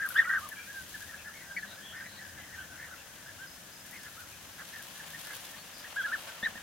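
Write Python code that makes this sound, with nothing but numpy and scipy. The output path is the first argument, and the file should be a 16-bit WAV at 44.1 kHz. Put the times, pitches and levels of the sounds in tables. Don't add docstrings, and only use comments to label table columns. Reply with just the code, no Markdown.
import sys
import numpy as np
from scipy import signal
from scipy.fft import rfft, irfft, next_fast_len
from scipy.io import wavfile

SR = 44100
rng = np.random.default_rng(int(sys.argv[2]) if len(sys.argv) > 2 else 0)


def transcribe(signal):
    frames = np.atleast_2d(signal).T
    limited = np.clip(frames, -1, 1)
    pcm = np.round(limited * 32767).astype(np.int16)
    wavfile.write(sys.argv[1], SR, pcm)


N = 291986
TIME = np.arange(N) / SR

# [start t/s, length/s, top f/Hz, place of the top 0-1, full sweep as a share of top f,
#                   level/dB before space and panning, roll 0-1]
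BEE_EATER_NOTES = [(-0.025, 0.097, 1611, 0.55, 0.041, -32, 0.54),
                   (0.014, 0.066, 1820, 0.08, 0.38, -37, 0.6), (0.103, 0.023, 1520, 0.4, .17, -38.5, 0.5),
                   (0.144, 0.089, 1728, 0.67, .17, -31, 0.72), (0.159, .015, 1720, 0.74, 0.28, -24, .35),
                   (0.179, 0.011, 1850, 0.69, .08, -20.5, .12), (0.19, .014, 1886, 0.2, 0.15, -14.5, 0),
                   (0.239, 0.033, 1884, .45, .06, -37, 0.87), (0.251, 0.063, 1460, 0.56, 0.13, -34.5, 0.6),
                   (0.284, 0.1, 1610, 0.41, 0.07, -29.5, 0.64), (0.293, 0.021, 1910, 0.36, .15, -28, 0),
                   (0.318, 0.076, 1920, .17, 0.4, -31.5, 0.26), (0.41, 0.062, 1232, 0.47, 0.17, -44, 0.54),
                   (.514, 0.029, 1770, .12, 0.21, -41.5, 0.5),
                   (0.559, 0.056, 1680, 0.34, 0.062, -46.5, 0.54),
                   (0.67, 0.057, 1658, 0.69, .07, -45, 0.24), (0.739, 0.083, 1602, 0.14, 0.07, -43, .02),
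                   (.941, 0.025, 1757, .19, 0.18, -41, 0.1), (1.005, 0.035, 1673, 0.41, 0.15, -45, 0.45),
                   (1.088, 0.029, 1870, 0.4, 0.13, -46.5, 0.1), (1.131, 0.031, 1690, .36, 0.11, -45.5, 0.6),
                   (1.244, 0.053, 1735, 0.42, 0.078, -45, 0.6), (1.265, 0.039, 1463, .16, .16, -51, .4),
                   (1.494, 0.035, 1625, 0.3, 0.092, -45, .42), (1.561, 0.041, 2016, 0.24, 0.21, -37.5, 0.5),
                   (1.564, .016, 2283, 0.62, 0.14, -33, 0.2), (1.626, 0.026, 1744, .05, 0.16, -40, 0.5),
                   (1.936, 0.087, 1873, 0.62, .1, -43.5, 0.85), (2.007, .028, 1616, 0.2, 0.11, -43.5, 0.5),
                   (2.034, 0.064, 1986, .43, .13, -48, 0.9), (2.211, 0.028, 1763, 0.47, 0.073, -46, 0),
                   (2.276, 0.03, 1740, 0.47, 0.14, -50, .2), (2.363, 0.042, 1800, 0.37, 0.11, -47.5, .8),
                   (2.524, 0.046, 1895, 0.1, 0.24, -46, 0.7), (2.574, 0.035, 1588, .4, 0.068, -44, 0.44),
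                   (2.788, 0.11, 1870, 0.47, .15, -46, 0.8), (2.909, 0.043, 1520, 0.37, 0.2, -48, 0.3),
                   (3.26, 0.061, 1757, 0.64, 0.16, -48.5, 0.65),
                   (3.385, 0.083, 1605, 0.72, .13, -46.5, .38), (3.91, .09, 2100, .5, .2, -48.5, .8),
                   (4.033, 0.055, 1744, .55, .2, -50, 1), (4.164, 0.084, 1504, 0.6, .17, -50, 0.7),
                   (4.581, 0.059, 1710, 0.3, 0.15, -46, 1), (4.722, 0.097, 1827, 0.2, .17, -46, 0.64),
                   (4.995, 0.02, 1745, 0.2, 0.16, -44, 0.2), (5.129, 0.04, 1865, .5, .12, -44, 0.5),
                   (5.259, 0.089, 1706, 0.13, 0.11, -46, 0.9), (5.53, 0.028, 1820, 0.6, .05, -49.5, 0.2),
                   (5.839, .033, 1870, 0.5, 0.19, -45, 0.43), (5.961, 0.061, 1660, 0.28, 0.17, -30.5, 0.18),
                   (6.034, 0.039, 1700, 0.43, 0.16, -31.5, 0.22),
                   (6.061, 0.053, 1438, 0.6, 0.11, -39, 0.25), (6.116, 0.044, 1810, 0.46, 0.3, -30, .3),
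                   (6.282, .033, 1573, 0.33, 0.2, -46.5, 0), (6.427, 0.03, 1893, 1, 0.1, -30, 0.38),
                   (6.457, 0.018, 1830, 0.24, 0.19, -26.5, 0.26),
                   (6.546, 0.046, 1860, 0.48, 0.2, -44.5, 0.35)]
# [place of the top 0-1, overtone level/dB before mixing]
OVERTONE_HARSHNESS = [(.45, -39), (.65, -19.5), (.82, -8)]
# [left delay/s, right delay/s, relative level/dB]
EARLY_ECHOES = [(.0046, 0.0091, -17), (0.0099, 0.0083, -10), (.019, 0.03, -18.5)]
# [t/s, level/dB before trim]
FLOCK_SWELL = [(0, -57), (.35, -57), (1.15, -55), (1.5, -48), (1.75, -53), (2.8, -48.5), (3.7, -74),
               (4.05, -55.5), (4.37, -72), (5.29, -51), (5.6, -64), (6.62, -58)]
# [f/Hz, relative level/dB per Hz]
AIR_COLOUR = [(20, -17), (45, -10), (190, -3.5), (300, -6.5), (420, -13), (550, -7), (1200, -14),
              (1650, -3), (2150, -13), (3160, -14), (4370, -15), (6380, -9), (7710, -14), (15000, -17.5)]
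# [f/Hz, relative level/dB per Hz]
RUMBLE_COLOUR = [(30, -31), (58, -10), (88, 2), (130, -9), (190, -8), (235, -24), (300, -12), (380, -24),
                 (1000, -38)]
# [t/s, level/dB before trim]
RUMBLE_SWELL = [(0.0, -65), (0.41, -60), (0.72, -69), (0.75, -58), (1.64, -66), (2.3, -57), (2.95, -59.5),
                (2.99, -67), (3.45, -58.5), (3.47, -67), (4.39, -58.5), (4.94, -68), (6.32, -71),
                (6.62, -62)]
# [t/s, f/Hz before waver, level/dB before waver]
MOTOR_DRONE = [(0, 195, -70.5), (1.1, 195, -75), (1.5, 192, -65), (2.1, 192, -65), (2.7, 185, -87),
               (4.5, 165, -74), (5.1, 162, -63.5), (5.6, 160, -82)]
# [t/s, cloth rubbing level/dB before trim, net rustle level/dB before trim]
PERSON_STIRRING = [(0, -64.5, -55.5), (.1, -56.5, -51), (.28, -58, -55), (.5, -57, -56), (.6, -63, -54.5),
                   (.92, -60, -51), (1.28, -61, -59), (2.1, -59.5, -62), (3.8, -61.5, -59.5),
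                   (3.95, -60.5, -54.5), (4.33, -60.5, -56), (5.05, -54.5, -51.5), (5.35, -53.5, -47),
                   (5.62, -57, -55.5), (6.27, -50, -52.5), (6.62, -54, -59.5)]
# [f/Hz, relative level/dB per Hz]
CLOTH_COLOUR = [(150, -38), (380, -10), (550, 2), (1100, 3.5), (2000, 0), (3100, 3.5), (4500, -5.5),
                (9000, -14.5), (16000, -42)]
# [f/Hz, relative level/dB per Hz]
NET_COLOUR = [(500, -13), (2000, -2.5), (3200, 3.5), (5000, -0.5), (8000, -3.5), (10500, -1), (13500, -2.5),
              (16000, -12)]
# [f/Hz, left-right likeness 0-1]
STEREO_LIKENESS = [(60, 0.97), (150, 0.87), (380, 0.83), (950, 0.54), (2380, 0.48), (5980, 0.022),
                   (15000, 0.23)]
# [f/Hz, left minus right level/dB]
STEREO_LEAN = [(50, 3.5), (500, 4.5), (1700, 2), (4000, 2), (8000, 3), (14000, 4.5)]
# [t/s, level/dB before filtering]
NET_TICKS = [(0.0618, -28), (0.0885, -17.5), (0.1411, -29), (0.3955, -33), (0.4888, -25.5), (3.8631, -33),
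             (3.911, -30), (4.0961, -34), (4.8234, -30)]
# [start t/s, length/s, first f/Hz, last f/Hz, level/dB before mixing]
SONGBIRD_NOTES = [(0.544, .13, 2370, 2430, -52.5), (.56, 0.071, 3100, 3230, -59),
                  (1.177, 0.042, 2790, 2230, -51.5), (1.545, .1, 4600, 4250, -62),
                  (1.649, 0.11, 3810, 3840, -55.5), (1.812, 0.13, 3250, 3220, -52),
                  (2.056, .16, 4130, 4230, -57), (2.4, 0.031, 3150, 2920, -57.5),
                  (2.572, 0.059, 2980, 3180, -57), (2.975, 0.042, 2630, 2850, -56),
                  (4.307, 0.044, 2590, 2480, -56), (5.576, .04, 4440, 4300, -57),
                  (5.725, 0.11, 4880, 4800, -57), (5.961, 0.085, 3320, 3210, -53)]
# [t/s, level/dB before mixing]
CHIRP_SWELL = [(1.2, -68), (2.25, -63.5), (2.8, -75), (3.6, -58), (4.2, -69)]
# [t/s, level/dB before trim]
HIDE_BUMPS = [(6.43, -39.5), (6.487, -48), (6.523, -50), (6.555, -45)]


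def from_db(db):
    return 10 ** (np.asarray(db) / 20)


def rms_one(x):
    return x / np.sqrt(np.mean(x ** 2) + 1e-20)


def in_time(rows):
    t, *columns = np.transpose(rows)
    return [np.interp(TIME, t, column) for column in columns]


def at_hz(points, hz):
    point_hz, values = np.transpose(points)
    return np.interp(np.log(hz), np.log(point_hz), values)


def band(x, low_hz, high_hz):
    edges = [low_hz, min(high_hz, .45 * SR)]
    sos = signal.butter(2, edges, "band", fs=SR, output="sos")
    return signal.sosfilt(sos, x + 1e-18)


def drift(rate, size=N):
    place = np.arange(size) / SR * rate + rng.random()
    knots = int(place[-1]) + 2
    return np.interp(place, np.arange(knots), rng.standard_normal(knots)) * np.sqrt(3 / 2)


def pan(left_db):
    return from_db(np.array([[.5], [-.5]]) * left_db)


def add(out, start, sound):
    i = int(round(start * SR))
    a, b = max(i, 0), min(i + len(sound), N)
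    if b > a:
        out[a:b] += sound[a - i:b - i]


def delayed(x, lag):
    return np.interp(TIME - lag, TIME, x, left=0)


def scatter(x, t60):
    t = np.arange(SR // 2) / SR
    noise = rng.standard_normal((3, len(t)))
    onset = 1 - np.exp(-t / 0.0042)
    tail = (noise[:2] + noise[2]) * from_db(-60 * t / t60) * onset
    tail /= np.sqrt(np.sum(tail ** 2, axis=1, keepdims=True))
    return signal.fftconvolve(x[None], tail, axes=1)[:, :N]


def coloured(spectrum):
    size = next_fast_len(N)
    hz = np.maximum(np.fft.rfftfreq(size, 1 / SR), 1)
    mid, side = rfft(rng.standard_normal((2, size)))
    alike = np.clip(at_hz(STEREO_LIKENESS, hz), 0, 1)
    both = np.sqrt(1 + alike) * mid + np.sqrt(1 - alike) * side * [[1], [-1]]
    shaped = both * from_db(at_hz(spectrum, hz)) * pan(at_hz(STEREO_LEAN, hz))
    return rms_one(irfft(shaped)[:, :N])


def bursts(rows, decay):
    fade = np.exp(-np.arange(SR // 10) / SR / decay)
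    envelope = np.zeros(N)
    for start, level_db in rows:
        add(envelope, start, from_db(level_db) * fade)
    return envelope * rng.standard_normal((2, N))


def note(length, top_hz, top_place, sweep, level_db, roll, overtone_db):
    sweep_s = 0.0133
    roll_hz, roll_depth = 325.2, 0.13
    trill_hz, trill_depth = 31, 0.22
    u = np.linspace(0, 1, max(int(length * SR), 8))
    top = np.clip(top_place, .05, .95)

    rise, fall = sweep * np.minimum(np.array([top, 1 - top]) * length / sweep_s, 1)
    below_top = np.where(u < top, rise * (1 - u / top) ** 2, fall * ((u - top) / (1 - top)) ** 2)
    uneven_roll_hz = roll_hz * (1 + 0.094 * drift(119.4, len(u)))
    swing = roll_depth * roll ** 2 * np.sin(2 * np.pi * np.cumsum(uneven_roll_hz) / SR)
    hz = top_hz * (1 - below_top + swing)
    waver = 1 + 0.04 * roll * drift(655.4, len(u))
    phase = 2 * np.pi * np.cumsum(hz * waver) / SR

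    throb = 1 + trill_depth * roll ** 2 * np.cos(2 * np.pi * trill_hz * (u - .5) * length)
    grain = from_db(4.5 * roll * drift(380, len(u)))
    loudest = .5 + 0.24 * (top - .5)
    arch = np.abs(np.sin(np.pi * np.interp(u, [0, loudest, 1], [0, .5, 1]))) ** 0.42
    swell = arch * rms_one(throb * grain)

    third = from_db(level_db + 9)
    overtones = from_db(overtone_db) * (np.sin(2 * phase) + third * np.sin(3 * phase))
    return np.sqrt(2) * from_db(level_db) * swell * np.array([np.sin(phase), overtones])


def add_arch(out, start, sound):
    for track, part in zip(out, sound):
        add(track, start, part)


def bee_eaters(near_db=-40):
    near, far = np.zeros((2, 2, N))
    for start, length, top_hz, top_place, sweep, level_db, roll in BEE_EATER_NOTES:
        overtone_db = np.interp(top_place, *np.transpose(OVERTONE_HARSHNESS))
        sound = note(length, top_hz, top_place, sweep, level_db, roll, overtone_db)
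        add_arch(near if level_db > near_db else far, start, sound)

    fundamental, overtones = near + from_db(-.5) * far
    direct = fundamental + from_db(-7) * overtones
    out = np.array([direct, delayed(direct, .000025)])
    for left, right, gain_db in EARLY_ECHOES:
        out = out + from_db(gain_db) * np.array([delayed(direct, left), delayed(direct, right)])

    wash = scatter(from_db(-20) * near[0] + from_db(-10) * far[0], t60=0.2)
    netted = from_db(-1) * scatter(overtones, t60=0.03)
    return (from_db(-0.5) * out + wash + netted) * pan(1.4)


def flock(count=150, pitch_hz=1780, spread=0.091):
    out = np.zeros(N)
    starts = (np.arange(count) + rng.random(count)) / count * N / SR
    for start, (pitch, length, loud) in zip(starts, rng.standard_normal((count, 3))):
        call = note(0.045 * np.exp(0.197 * length), pitch_hz * np.exp(spread * pitch), top_place=0.505,
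                    sweep=0.166, level_db=-45 + 2 * loud, roll=0.42, overtone_db=-19)
        add(out, start, call.sum(axis=0))
    washed = rms_one(0.94 * out + scatter(out, t60=0.24))
    return from_db(in_time(FLOCK_SWELL)[0] - 2.5) * washed * pan(1.6)


def outdoors():
    air = from_db(-51) * coloured(AIR_COLOUR)
    rumble = from_db(in_time(RUMBLE_SWELL)[0] - 1.5) * coloured(RUMBLE_COLOUR)
    hz, drone_db = in_time(MOTOR_DRONE)
    drone_gain = np.sqrt(2) * from_db(drone_db + 2.5 * drift(22.14))
    drone_phase = 2 * np.pi * np.cumsum(hz * (1 + 0.0388 * drift(35))) / SR
    return air + rumble + drone_gain * np.sin(drone_phase) * pan(4)


def crackle(per_s=110, spread_db=4):
    born = rng.random(N) < per_s / SR
    sizes = born * from_db(spread_db * np.minimum(rng.exponential(1, N), 3))
    envelope = signal.lfilter([1], [1, -np.exp(-1 / (0.001 * SR))], sizes + 1e-18)
    return rms_one(band(envelope * rng.standard_normal((2, N)), 2300, 19000)) * pan(3.3)


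def cloth_and_net():
    cloth_db, net_db = in_time(PERSON_STIRRING)
    cloth = rms_one(coloured(CLOTH_COLOUR) * from_db(2 * drift(120)))
    rustle = rms_one(coloured(NET_COLOUR) * from_db(drift(500) + 1.9 * drift(45)))
    net = rustle + from_db(-7) * crackle()
    return from_db(cloth_db + 3) * cloth + from_db(net_db + 0.66) * net


def net_ticks():
    snaps = bursts(NET_TICKS, decay=0.0025)
    slides = from_db(-17) * bursts(NET_TICKS, decay=.05)
    ticks = band(snaps + slides, 9600, 13800) + from_db(-11) * band(snaps, 2500, 8000)
    return from_db(-5.5) * ticks * pan(8.5)


def buzzy(length, first_hz, last_hz, level_db, buzz, grain_db):
    u = np.linspace(0, 1, int(length * SR))
    flutter = drift(709, len(u)) + 0.454 * drift(92, len(u))
    hz = (first_hz + (last_hz - first_hz) * u) * (1 + buzz * flutter)
    grain = rms_one(from_db(grain_db * drift(178, len(u))))
    swell = np.sqrt(2 * np.abs(np.sin(np.pi * u))) * grain
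    return from_db(level_db) * swell * np.sin(2 * np.pi * np.cumsum(hz) / SR)


def songbirds():
    song = np.zeros(N)
    for start, *glide in SONGBIRD_NOTES:
        add(song, start, buzzy(*glide, buzz=0.0428, grain_db=1.5))
    return (from_db(-4) * song + scatter(song, t60=0.1)) * pan(3.5)


def thin_chirps(chirp_hz=5020, every_s=.2515, pulse_gap_s=0.034, pulse_s=0.017):
    chirps = np.zeros(N)
    for start in np.arange(1.205, 4.8, every_s):
        level_db = np.interp(start, *np.transpose(CHIRP_SWELL))
        for k in range(3):
            pulse = buzzy(pulse_s, chirp_hz, chirp_hz, level_db, buzz=0.0081, grain_db=8)
            add(chirps, start + k * pulse_gap_s, pulse)
    return (from_db(2) * chirps + scatter(from_db(6) * chirps, t60=0.1)) * pan(3.5)


def thumps(body_hz=215, decay=0.0064):
    out, t = np.zeros(N), np.arange(SR // 10) / SR
    ring = np.sin(2 * np.pi * body_hz * t) * np.exp(-t / decay)
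    for start, level_db in HIDE_BUMPS:
        add(out, start, from_db(level_db + 1) * ring)
    puff = band(bursts(HIDE_BUMPS, decay).mean(axis=0), 440, 1100)
    return (out + from_db(13.5) * puff) * pan(8.5)


def scene():
    birds = bee_eaters() + flock() + songbirds() + thin_chirps()
    hide = cloth_and_net() + net_ticks() + thumps()
    return birds + hide + outdoors()


def record(dry):
    return signal.sosfilt(signal.ellip(12, .1, 80, 15900, fs=SR, output="sos"), dry)


dry = scene()
out = record(dry)
transcribe(out)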